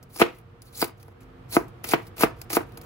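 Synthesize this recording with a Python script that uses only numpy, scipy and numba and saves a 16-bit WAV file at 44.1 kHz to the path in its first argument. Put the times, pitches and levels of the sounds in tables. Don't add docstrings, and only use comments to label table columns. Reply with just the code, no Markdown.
import sys
import numpy as np
from scipy import signal
from scipy.fft import rfft, irfft
from scipy.io import wavfile
from scipy.ndimage import uniform_filter1d
from numba import njit

SR = 44100
rng = np.random.default_rng(int(sys.argv[2]) if len(sys.argv) > 2 else 0)


def master_out(mix):
    frames = np.transpose(np.atleast_2d(mix))
    ceiling = np.clip(frames, -1, 1)
    pcm = np.round(ceiling * 32767).astype(np.int16)
    wavfile.write(sys.argv[1], SR, pcm)


def to_linear_factor(level_db):
    exponent = np.asarray(level_db, float) / 20
    return 10 ** exponent


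N = 125685
T, F = np.arange(N) / SR, np.arange(N // 2 + 1) * SR / N

# time in s, peak in dB, contact time in ms, brightness in dB.
BLADE_KNOCKS = [(0.2146, 2.5, 0.16, 10), (0.824, -6, 0.56, 3), (1.081, -39, 1, -7), (1.565, 1.5, 0.85, -10),
                (1.934, 1, 0.27, 5.5), (2.233, 1, 0.35, 3), (2.567, -1.5, 0.91, -2), (1.841, -27, 0.4, 12),
                (2.207, -19, 0.37, 0), (2.5295, -29.5, 0.46, 0), (2.552, -22.5, 0.51, 2)]


def unit(x):
    return x / np.sqrt(np.mean(x ** 2))


def colour(x, points):
    hz, db = np.array(points).T
    return irfft(rfft(x) * to_linear_factor(np.interp(np.log(F + 1), np.log(hz), db)), N)


def ring(x, hz, t60):
    pole = np.exp(2j * np.pi * hz / SR - np.log(1000) / (t60 * SR))
    return signal.lfilter([1], [1, -pole], x).imag


def walk(rate):
    hold = int(SR / rate)
    steps = np.repeat(rng.standard_normal(N // hold + 1), hold)
    return unit(uniform_filter1d(uniform_filter1d(steps, hold), hold)[:N])


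def force(tables, columns):
    out = np.zeros(N)
    for rows in map(np.array, tables):
        edge = np.clip(np.minimum(T - rows[0, 0], rows[-1, 0] - T) / 0.002, 0, 1)
        out += edge * to_linear_factor(np.interp(T, rows[:, 0], rows[:, 1:columns + 1].sum(axis=1)))
    return out


def crackle():
    grains_per_s, spread_db, fizz_db, stripe_db = 6000, 2, 2, 2.2
    hit = rng.random(N) < grains_per_s / SR
    clicks = hit * rng.standard_normal(N) * to_linear_factor(spread_db * rng.exponential(size=N))
    grains = unit(unit(clicks) + to_linear_factor(fizz_db) * rng.standard_normal(N))
    return grains * to_linear_factor(stripe_db * walk(150))


def patchy(x):
    patch_db, patches_per_s = 2.4, 110
    spectrum, centres = rfft(x), np.linspace(0, 18000, num=15)
    out = 0
    for hz in centres:
        band = np.clip(1 - np.abs(F - hz) / centres[1], 0, 1)
        out = out + to_linear_factor(patch_db * walk(patches_per_s)) * irfft(spectrum * band, N)
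    return out


def snaps_and_ticks():
    # time in s, peak in dB, t60 in s, low part in dB.
    wet_ticks = [(0.0276, -38.5, 0.041, -10), (0.385, -50.5, 0.053, 5.5), (0.6196, -35, 0.038, -18),
                 (0.8425, -13.5, 0.012, -9.5), (0.8948, -53, 0.045, 6), (0.997, -48, 0.17, -11),
                 (1.0289, -33.5, 0.013, -14), (1.0807, -43, 0.025, -22), (1.2054, -51.5, 0.2, -2),
                 (1.681, -45, 0.036, -4), (2.02, -49.5, 0.057, -1), (2.0675, -37, 0.053, -8.5),
                 (2.4155, -23, 0.026, -12.5), (2.72, -42.5, 0.064, -25.5), (2.7733, -25.5, 0.033, -11.5),
                 (2.814, -31, 0.034, -15), (2.833, -46.5, 0.11, -7)]
    # time in s, peak in dB, t60 in s, low part in dB.
    layer_snaps = [(0.1602, -30, 0.03, -9), (0.175, -28, 0.015, -20), (0.187, -33, 0.02, -11),
                   (0.1964, -20, 0.04, -7.5), (0.205, -20, 0.044, -10.5), (0.213, -16, 0.02, -7),
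                   (0.8066, -21, 0.033, -21), (0.816, -14, 0.02, -4), (1.524, -29, 0.03, -29),
                   (1.8417, -23.5, 0.036, -2.5), (1.889, -23.5, 0.034, -7), (1.9104, -25.5, 0.03, -15),
                   (1.918, -18.5, 0.033, -5), (2.167, -40, 0.026, -5), (2.1805, -29.5, 0.036, -4),
                   (2.209, -21.5, 0.024, -2.5), (2.5023, -22.5, 0.023, -4), (2.521, -26, 0.013, -17),
                   (2.5305, -15, 0.018, -6), (2.552, -20, 0.02, -5), (2.56, -20.5, 0.029, -5)]
    rise_s = 0.0012
    ticks, thuds = np.zeros(N), np.zeros(N)
    for s, db, t60, low_db in [*wet_ticks, *layer_snaps]:
        late_db = 60 * np.abs(T - s) / max(t60, 0.005)
        fall = np.clip((T - s) / rise_s + 0.5, 0, 1) * to_linear_factor(db - 11 - late_db)
        ticks += fall
        thuds += to_linear_factor(low_db) * fall
    return ticks, thuds


def blade(rubbing):
    # start in s, length in s, level in dB, pitch in Hz.
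    whistles = [(0.665, 0.038, -63.5, 4440), (0.73, 0.052, -60, 4550), (0.814, 0.018, -34.5, 4850),
                (1.514, 0.038, -42, 4360), (1.522, 0.025, -49.5, 6800), (1.527, 0.063, -42.5, 11300),
                (1.89, 0.042, -44, 11400), (1.898, 0.034, -47, 5000), (2.523, 0.017, -40, 6700),
                (2.535, 0.027, -40, 11400), (0.2, 0.013, -34.5, 10870)]
    out = np.zeros(N)
    for s, length, db, hz in whistles:
        arch = np.sin(np.pi * np.clip((T - s) / length, 0, 1))
        out += to_linear_factor(db) * np.sqrt(np.clip(arch, 0, 1)) * unit(ring(rubbing, hz, 0.009))
    return to_linear_factor(3 * walk(120)) * out


def onion():
    # time in s, crunch in dB, push into the board relative to the crunch in dB.
    strokes = [
        [(0.09, -71, -18), (0.166, -44, -15.5), (0.182, -52.5, -10), (0.198, -35.5, -8), (0.214, -28.5, -3),
         (0.236, -48, -14), (0.3, -71, -12)],
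        [(0.72, -81, -14), (0.73, -54.5, -16), (0.82, -31.5, -19), (0.838, -39, -18), (0.844, -37.5, -12),
         (0.854, -44, -14), (0.92, -71, -16)],
        [(1.48, -79, -12), (1.49, -63, -16), (1.532, -34.5, -15.5), (1.568, -31.5, -8), (1.578, -44.5, -16),
         (1.65, -68, -14)],
        [(1.835, -55, -12), (1.843, -42.5, -19), (1.859, -48, -7), (1.887, -37, -15), (1.915, -30, -16),
         (1.939, -32.5, -9), (1.955, -53.5, -22), (2.0, -62.5, -19)],
        [(2.16, -72, -14), (2.166, -56, -8), (2.212, -30.5, -9.5), (2.236, -27, -2), (2.258, -51, -14),
         (2.31, -65, -12)],
        [(2.495, -52, -10), (2.501, -37.5, -15.5), (2.519, -40, -11), (2.529, -33.5, -15), (2.567, -28, -16),
         (2.579, -46.5, -23), (2.64, -63, -17)],
    ]
    # time in s, level in dB.
    slides = [
        [(0.27, -80), (0.36, -63), (0.42, -76.5)],
        [(0.61, -87.5), (0.668, -58.5), (0.73, -71)],
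        [(0.97, -71.5), (1.13, -80)],
        [(1.64, -72), (1.71, -74)],
        [(2.0, -70), (2.064, -63), (2.1, -86)],
        [(2.36, -67), (2.45, -63)],
        [(2.66, -70), (2.726, -72), (2.85, -87)],
    ]
    # frequency in Hz, level in dB.
    crunch = [(2200, -18.5), (3300, -5), (4500, 0), (6500, 0), (8000, 0), (11000, 4), (13300, 2),
              (15500, 3.5)]
    # frequency in Hz, level in dB.
    unlike = [(5000, 0), (7500, -15)]
    ticks, thuds = snaps_and_ticks()
    shared = crackle()
    air = np.array([shared + colour(crackle(), unlike) for _ in range(2)])
    gain = force(strokes, 1) + force(slides, 1) + ticks
    air = gain * unit(patchy(colour(air, crunch)))
    push = force(strokes, 2) + thuds
    bite = to_linear_factor(3.5) * push * unit(ring(np.array([crackle(), crackle()]), 2320, 0.0038))
    return to_linear_factor(2.5) * (air + blade(shared)) + bite, push * crackle()


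def board(push):
    # frequency in Hz, level in dB, t60 in s, left minus right in dB.
    modes = [(157.5, -20.5, 0.055, 32.5), (214, -32, 0.24, -42.5), (332, -1.5, .06, 0), (353, 3, 0.09, 2.5),
             (462.8, 6.5, 0.038, -1.5), (505, -14, 0.18, -27), (689, -2, 0.12, -14), (788, 1.5, 0.018, 21),
             (983, 0.5, 0.028, 2.5), (1254, 8.5, 0.016, 4.5), (1483, 0, 0.035, 1), (1940, -9, 0.0086, 25),
             (2070, -3, 0.012, -19.5), (2580, -4, 0.019, 31)]
    front = (1020, 14.5, 0.0033, 1.5)
    knock_db, scatter_db, longest_t60_s = -9, 2, 0.055
    delay_300hz_ms, delay_power, right_lag_ms = 3.214, 0.778, 0.16
    low_hz, top_hz = 190, 2400
    out = np.zeros((2, N))
    scatter = rng.standard_normal((len(BLADE_KNOCKS), len(modes) + 1))
    for k, (hz, db, t60, pan_db) in enumerate([front, *modes]):
        drive = push.copy()
        for (s, peak_db, ms, _), luck in zip(BLADE_KNOCKS, scatter):
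            blow = np.exp(-((T - s - 0.001) / (ms * 0.000095)) ** 2)
            drive -= to_linear_factor(peak_db + knock_db + scatter_db * luck[k]) / ms * blow
        out += ring(drive, hz, min(t60, longest_t60_s)) * to_linear_factor(db + np.array([[0.5], [-0.5]]) * pan_db)
    delay = delay_300hz_ms / 1000 * (np.maximum(F, 100) / 300) ** -delay_power
    delay = delay + np.array([[0], [right_lag_ms / 1000]])
    turn = np.exp(-2j * np.pi * np.cumsum(delay, axis=1) * SR / N)
    loss = 1 + (low_hz / (F + 1)) ** 4 + (F / top_hz) ** 6
    return irfft(rfft(out) * turn / loss, N) / 20


def clatter():
    # frequency in Hz, level in dB.
    tail_points = [(150, -32), (400, 6), (1200, 5.5), (2500, -8), (5000, -54.5)]
    resonance_hz = [347.8, 454]
    tail_db, tail_t60_s, rise_s, resonance_db = -23, 0.17, 0.0069, -1.5
    crack_hz, crack_db, crack_t60_s = 2280, -17.5, 0.035

    def fall(s, db, t60):
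        return to_linear_factor(db - 60 * np.abs(T - s) / t60) * np.clip((T - s) / rise_s, 0, 1)

    dull, bright = np.zeros(N), np.zeros(N)
    for s, db, _, up_db in BLADE_KNOCKS:
        dull += fall(s, db + tail_db, tail_t60_s)
        bright += fall(s, db + up_db + crack_db, crack_t60_s)
        bright += fall(s, db + up_db + crack_db - 21.5, 1.45 * tail_t60_s)
    noise = rng.standard_normal((2, 2, N))
    resonance = sum(unit(ring(noise[0], hz, 0.11)) for hz in resonance_hz)
    tail = unit(colour(noise[0], tail_points)) + to_linear_factor(resonance_db) * resonance
    crack = unit(ring(noise[1], crack_hz, 0.0023))
    return to_linear_factor(2 * walk(200)) * (dull * tail + bright * crack)


def ports(x):
    # frequency in Hz, lead in radians.
    lead = [(0, 0), (2500, -3.1), (6500, -5.4), (8000, -4.4), (8700, -3.14), (9400, -1.9), (12800, 1.9),
            (13400, 3.14), (14000, 4.4), (15300, 6.1), (22050, 6.5)]
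    hz, turn = np.array(lead).T
    right = irfft(rfft(x[1]) * np.exp(1j * np.interp(F, hz, turn)), N)
    return np.array([x[0], right])


@njit
def walls(x, lags, gain, damp):
    line, soft, out = np.zeros((8, 4096)), np.zeros(8), np.zeros((2, len(x)))
    for i in range(len(x)):
        total = 0.
        for k in range(8):
            soft[k] += (1 - damp) * (gain[k] * line[k, (i - lags[k]) & 4095] - soft[k])
            total += soft[k]
            out[k % 2, i] += soft[k]
        for k in range(8):
            line[k, i & 4095] = x[i] + soft[k] - total / 4
    return out


def room(x):
    t60_s, damp = 0.26, 0.23
    lags = np.array([211, 293, 397, 509, 631, 773, 929, 1103])
    return walls(x.mean(axis=0) + 1e-18, lags, to_linear_factor(-60 * lags / SR / t60_s), damp)


def kitchen():
    # frequency in Hz, level in dB per Hz.
    tone = [(35, -59), (45, -16), (160, -10.5), (300, -20.5), (1270, -26.5), (3000, -36), (7000, -53.5),
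            (16000, -54.5)]
    # frequency in Hz, width in Hz, level in dB.
    hums = [(49.1, 15, -60.5), (99.7, 5.7, -59.5), (119.4, 23, -54.5), (348, 25, -64.5), (470.8, 23, -62),
            (727, 28, -70), (1250, 270, -66)]
    # time in s, kitchen swell in dB, motor tone in dB.
    swell = [
        (0, 0, -61.5),
        (1.151, 0.5, -76.5),
        (1.221, 2, -51.5),
        (1.5, 4.5, -59.5),
        (2.1, 5, -71.5),
        (2.55, 5.5, -68),
        (2.66, 5.5, -55.5),
        (2.85, 7.5, -54.5),
    ]
    tone_db, alike_hz, motor_hz = -55.5, 380, 259

    def bed():
        out = to_linear_factor(tone_db) * unit(colour(rng.standard_normal(N), tone))
        for hz, width, db in hums:
            out = out + to_linear_factor(db) * unit(ring(rng.standard_normal(N), hz, 2.8 / width))
        return out

    s, swell_db, motor_db = np.array(swell).T
    alike = 1 / (1 + (F / alike_hz) ** 2.7)
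    mid = irfft(rfft(bed()) * np.sqrt((1 + alike) / 2), N)
    side = irfft(rfft(bed()) * np.sqrt((1 - alike) / 2), N)
    motor_gain = to_linear_factor(np.interp(T, s, motor_db) + 2 * walk(11))
    pitch = motor_hz * (1 + 0.0036 * walk(5.5))
    motor = motor_gain * np.sin(2 * np.pi * np.cumsum(pitch) / SR)
    both = to_linear_factor(np.interp(T, s, swell_db)) * np.array([mid + side, mid - side]) + motor
    return both * to_linear_factor(np.array([[-0.9], [0.9]]))


def scene():
    air, push = onion()
    knock = board(push) + clatter()
    return knock + ports(air) + to_linear_factor(-23) * room(knock + air) + kitchen()


def roll_off(x):
    return signal.sosfilt(signal.butter(12, 17000, fs=SR, output="sos"), x)


def record(dry):
    low_pass = signal.ellip(10, 0.2, 70, 15750, fs=SR, output="sos")
    high_pass = signal.butter(4, 36, "high", fs=SR, output="sos")
    cut = signal.sosfilt(low_pass, np.tanh(dry))
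    cut = signal.sosfilt(high_pass, cut)
    return roll_off(cut)


dry = scene()
out = record(dry)
master_out(out)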